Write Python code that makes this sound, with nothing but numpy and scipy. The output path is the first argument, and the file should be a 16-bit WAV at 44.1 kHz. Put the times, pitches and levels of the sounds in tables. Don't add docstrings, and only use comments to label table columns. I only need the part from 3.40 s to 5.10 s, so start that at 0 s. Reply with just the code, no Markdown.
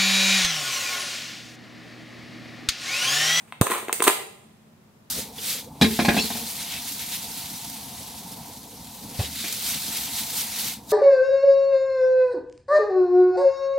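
import sys
import numpy as np
from scipy import signal
from scipy.io import wavfile
from scipy.ndimage import uniform_filter1d

SR = 44100
rng = np.random.default_rng(int(sys.argv[2]) if len(sys.argv) > 2 else 0)


def gain_from_db(level_db):
    decades = np.asarray(level_db, float) / 20
    return 10 ** decades


def pcm_store(signal):
    levels = np.round(np.clip(np.atleast_2d(signal), -1, 1) * 32767)
    wavfile.write(sys.argv[1], SR, levels.astype(np.int16).T)


N = 74970

# pitch_hz, level_db
FLOOR_COLOUR = [(35, -48), (65, -21.5), (110, -1.5), (200, -7.5), (300, -12.5), (700, -16), (3000, -28),
                (15500, -36)]
# pitch_hz, likeness_0_to_1
FLOOR_LIKENESS = [(100, .75), (200, .85), (380, .5), (700, .2), (1300, 0)]
FLOOR_DB = -56
HUM_HZ, HUM_WIDTH_HZ, HUM_DB = 218, 9, -58.5

# pitch_hz, time_to_fall_60_db_s
ROOM_T60 = [(100, 0.21), (400, 0.68), (1000, 0.47), (3000, 0.51), (6000, .46), (15000, 0.33)]
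# pitch_hz, level_db
ROOM_COLOUR = [(80, -33), (250, -24), (450, -2.5), (700, 3), (1200, -4.5), (2500, 2.5), (8000, 4.5),
               (15000, 4.5)]
# pitch_hz, likeness_0_to_1
ROOM_LIKENESS = [(100, .85), (200, .9), (380, .5), (700, .05), (6000, 0)]
ROOM_DB, FIRST_WALL_S, BUILD_S = -2.5, 0.0016, 0.0022
LATE_DB, LATE_STRETCH = -21, 2.3
EARLIER_AGO_S, EARLIER_DB = 0.16, 15
EARLIER_LOW_HZ, EARLIER_TILT_HZ, EARLIER_TILT_DB = 900, 1540, -13

# pitch_hz, level_db, time_to_fall_60_db_s
TUB = [(300, -12, .02), (388, 0, .04), (452, 0, .04), (560, -6, .02), (655, -2, .025)]
# pitch_hz, level_db, time_to_fall_60_db_s
LID = [(760, -6, .015), (870, -7, .02), (1040, 0, .03), (1187, -3, .025), (1315, -7, .02), (1600, -7, .012)]
# pitch_hz, level_db, time_to_fall_60_db_s
NAIL = [(1990, 1, 0.01), (2315, 7.5, 0.0044), (2917, -2.5, 0.0017), (3620, -4.5, 0.002)]
RADIATES_FROM = 0.8
CONTACT_HZ = 4100
MODE_SPREAD_DB = 2.5
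BODY_LAG_S = 0.00005

# start_s, level_db
TOUCH = [
    (.06, -78),
    (.075, -59.5),
    (.105, -60),
    (0.119, -80.5),
]
# start_s, level_db
DRAG = [
    (0.254, -80.5),
    (0.268, -24),
    (0.28, -43.5),
    (0.296, -40),
    (.312, -25),
    (0.333, -29.5),
    (.36, -33),
    (.40, -38.5),
    (0.461, -58),
]
# start_s, level_db
TEAR = [
    (.634, -79.5),
    (0.64, -27),
    (0.659, -36.5),
    (.670, -22),
    (.680, -8.5),
    (0.685, -24),
    (.703, -42.5),
    (.715, -58.5),
]
DRAG_SLIPS_PER_S, SLIP_UNEVEN_DB = 1000, 1
DRAG_TUB_DB, DRAG_NAIL_DB, DRAG_HISS_DB = -5, -5, -2.5

SNAP_S = [.1235, .2130, .2187, .2690, .3010, .4280, .4837, .4950, .5277, .5978, .6038, .6214, .6238, .6400,
          .6440, .6500, .6680, .6718, .6765, .6793, .6825, .6925, .6990]
# tub_boom_db, lid_ring_db, nail_tick_db, crack_db
SNAPS = [(-48, -23, -22.5, -36.5), (-12.5, -12.5, -14.5, -1.5), (-22.5, -7, -27.5, -16),
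         (-20, -15, -28, -24), (-18, -23.5, -21, -19.5), (-23, -28.5, -40.5, -43.5),
         (-15.5, -32.5, -20, -23.5), (-22, -9, -40.5, -37.5), (-22, -17, -12.5, -3), (-27, -26, -32, -42),
         (-14, -14, -15, -20), (-23, -8.5, -33.5, -35.5), (-21, -41, -25, -3.5), (-25, -16.5, -25.5, -5.5),
         (-33.5, -20, -24.5, -15), (-23, -16, -22.5, -10), (-16, -26.5, -21.5, -29),
         (-22, -9.5, -15.5, -18.5), (-11.5, -13, -22.5, -18.5), (-16, -20.5, -6, -4),
         (-19.5, -12.5, -33, -11.5), (-24.5, -11, -21.5, -30), (-22, -9, -26, -29.5)]
CRACK_T60_S, CRACK_LOW_HZ, CRACK_LIKENESS = 0.004, 4050, 0.14
CHATTER_S, CHATTER_LOSS_DB, CHATTER_BODY_LOSS_DB = 0.0019, 4, 7

POP_S, POP_DB, POP_HZ, POP_DAMPING, POP_RISE_HZ = 0.2131, -9, 106, 0.23, 500
POP_PAN_DB, POP_LAG_S = -3.5, 0.00007
SUCK_S, SUCK_DB = 0.0024, -7.5
JET_DB, JET_S = -4, 0.0007

# pitch_hz, width_hz, left_db, right_db
PORTS = [(5326, 1420, -11, -10.5), (8630, 1800, 3.5, 12.5), (13600, 1700, 2, -11.5), (4000, 3600, 4, 3)]
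MIC_LOW_HZ, MIC_HIGH_HZ = 45, 16000


def rms_one(x):
    return x / np.sqrt(np.mean(x ** 2) + 1e-20)


def at_hz(points, hz):
    table = np.array(points)
    return np.interp(np.log(hz), np.log(table[:, 0]), table[:, 1])


def high_pass(x, order, hz):
    return signal.sosfilt(signal.butter(order, hz, "high", fs=SR, output="sos"), x)


def pair(mid, side, alike):
    alike = np.clip(alike, 0, 1)
    shared = np.sqrt((1 + alike) / 2) * mid
    opposed = np.sqrt((1 - alike) / 2) * side
    return shared + opposed * np.array([[1], [-1]])


def bands(size, likeness):
    edges = 30 * 2 ** np.arange(0, 9.6, 0.5)
    white = rng.standard_normal((2, 2, size))
    for k, (low, high) in enumerate(zip(edges, edges[1:])):
        band = signal.butter(2, [low, high], "band", fs=SR, output="sos")
        mid, side = signal.sosfilt(band, white[k % 2])
        hz = np.sqrt(low * high)
        yield hz, pair(mid, side, at_hz(likeness, hz))


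def ring(clicks, hz, t60):
    r = gain_from_db(-60 / (t60 * SR))
    w = 2 * np.pi * hz / SR
    return signal.lfilter([0, np.sin(w)], [1, -2 * r * np.cos(w), r * r], clicks + 1e-18)


def radiate(x, modes):
    edges = [RADIATES_FROM * modes[0][0], CONTACT_HZ]
    return signal.sosfilt(signal.butter(3, edges, "band", fs=SR, output="sos"), x)


def aslant(x):
    left = np.pad(x, (int(BODY_LAG_S * SR), 0))[:N]
    return np.stack([left, x])


def bright(envelope):
    mid, side = rng.standard_normal((2, N))
    return high_pass(envelope * pair(mid, side, CRACK_LIKENESS), 2, CRACK_LOW_HZ)


def floor():
    tone = rms_one(sum(gain_from_db(at_hz(FLOOR_COLOUR, hz)) * b for hz, b in bands(N, FLOOR_LIKENESS)))
    hum_t60 = np.log(1000) / np.pi / HUM_WIDTH_HZ
    hum = rms_one(ring(rng.standard_normal(N), HUM_HZ, hum_t60))
    return gain_from_db(FLOOR_DB) * tone + gain_from_db(HUM_DB) * hum


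def fade(t60s):
    return np.hypot(gain_from_db(-60 * t60s), gain_from_db(LATE_DB - 60 * t60s / LATE_STRETCH))


def room(x):
    t = np.arange(SR) / SR
    build = 1 - np.exp(-np.maximum(t - FIRST_WALL_S, 0) / BUILD_S)
    echo = np.zeros((2, SR))
    for hz, band in bands(SR, ROOM_LIKENESS):
        echo += gain_from_db(at_hz(ROOM_COLOUR, hz)) * fade(t / at_hz(ROOM_T60, hz)) * band
    echo *= build
    echo = gain_from_db(ROOM_DB) * echo / np.sqrt(np.mean(np.sum(echo ** 2, axis=1)))
    wet = signal.fftconvolve(x[1:], echo, axes=1)[:, :N]

    late = high_pass(echo, 2, EARLIER_LOW_HZ)[:, int(EARLIER_AGO_S * SR):]
    dull = signal.sosfilt(signal.butter(2, EARLIER_TILT_HZ, fs=SR, output="sos"), late)
    late = dull + gain_from_db(EARLIER_TILT_DB) * late
    return wet + gain_from_db(EARLIER_DB) * np.pad(late, ((0, 0), (0, N - late.shape[1])))


def rub(slips, modes):
    tones = sum(ring(slips * gain_from_db(db) * rng.random(N), hz, t60) for hz, db, t60 in modes)
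    return rms_one(radiate(tones, modes))


def drag():
    s, db = np.transpose(TOUCH + DRAG + TEAR)
    gain = gain_from_db(np.interp(np.arange(N) / SR, s, db, left=-120, right=-120))
    sizes = gain_from_db(SLIP_UNEVEN_DB * np.minimum(rng.exponential(1, N), 4)) * rng.choice([-1, 1], N)
    slips = sizes * (rng.random(N) < DRAG_SLIPS_PER_S / SR)
    tub, lid, nail = rub(slips, TUB), rub(slips, LID), rub(slips, NAIL)
    body = gain * (gain_from_db(DRAG_TUB_DB) * tub + lid + gain_from_db(DRAG_NAIL_DB) * nail)
    grit = rms_one(uniform_filter1d(np.abs(slips), size=40) + 0.05)
    return aslant(body) + bright(gain_from_db(DRAG_HISS_DB) * grit * gain)


def clicks_at(s, height):
    clicks = np.zeros(N)
    clicks[(s * SR).astype(int)] = height
    return clicks


def strike(modes, s, db):
    out = np.zeros(N)
    spread = rng.standard_normal((len(s), len(modes)))
    for k, (hz, mode_db, t60) in enumerate(modes):
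        height = gain_from_db(db + mode_db - 10 + MODE_SPREAD_DB * spread[:, k])
        out += ring(clicks_at(s, height), hz, t60)
    return radiate(out, modes)


def chatter(x, loss_db):
    lag = int(CHATTER_S * SR)
    return sum(gain_from_db(-loss_db * k) * np.pad(x, (k * lag, 0))[:N] for k in range(4))


def snaps():
    s = np.array(SNAP_S)
    tub_db, lid_db, nail_db, crack_db = np.transpose(SNAPS)
    nail = chatter(strike(NAIL, s, nail_db), CHATTER_BODY_LOSS_DB)
    body = strike(TUB, s, tub_db) + strike(LID, s, lid_db) + nail
    cracks = chatter(clicks_at(s, gain_from_db(crack_db - 3.5)), CHATTER_LOSS_DB)
    spit = signal.lfilter([1], [1, -gain_from_db(-60 / (CRACK_T60_S * SR))], cracks + 1e-18)
    return aslant(body) + bright(spit)


def pop():
    t = np.arange(N) / SR - POP_S - np.array([[POP_LAG_S], [0]])
    after = np.maximum(t, 0)
    w = 2 * np.pi * POP_HZ
    rise = 1 - np.exp(-2 * np.pi * POP_RISE_HZ * after)
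    push = np.exp(-POP_DAMPING * w * after) * np.cos(w * after) * rise
    pull = gain_from_db(SUCK_DB) * np.exp(np.minimum(t, 0) / SUCK_S) * np.cos(w * t / 2) * (t < 0)
    jet = gain_from_db(JET_DB) * (after / JET_S * np.exp(1 - after / JET_S)) ** 2
    return (gain_from_db(POP_DB) * (push - pull) + jet) * gain_from_db([[POP_PAN_DB / 2], [-POP_PAN_DB / 2]])


def ports(x):
    out = x.copy()
    for hz, width_hz, *gains_db in PORTS:
        w = 2 * np.pi * hz / SR
        a = np.sin(w) * width_hz / hz / 2
        middle = -2 * np.cos(w)
        for c, db in enumerate(gains_db):
            g = gain_from_db(db / 2)
            out[c] = signal.lfilter([1 + a * g, middle, 1 - a * g], [1 + a / g, middle, 1 - a / g], out[c])
    return out


def scene():
    lid = drag() + snaps() + pop()
    return ports(lid + room(lid)) + floor()


def low_pass(x):
    return signal.sosfilt(signal.butter(12, 16370, fs=SR, output="sos"), x)


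def record(dry):
    x = signal.sosfilt(signal.cheby2(16, 40, MIC_HIGH_HZ, fs=SR, output="sos"), dry)
    x = high_pass(x, 1, MIC_LOW_HZ)
    return low_pass(np.clip(x, -1, 1))


dry = scene()
out = record(dry)
pcm_store(out)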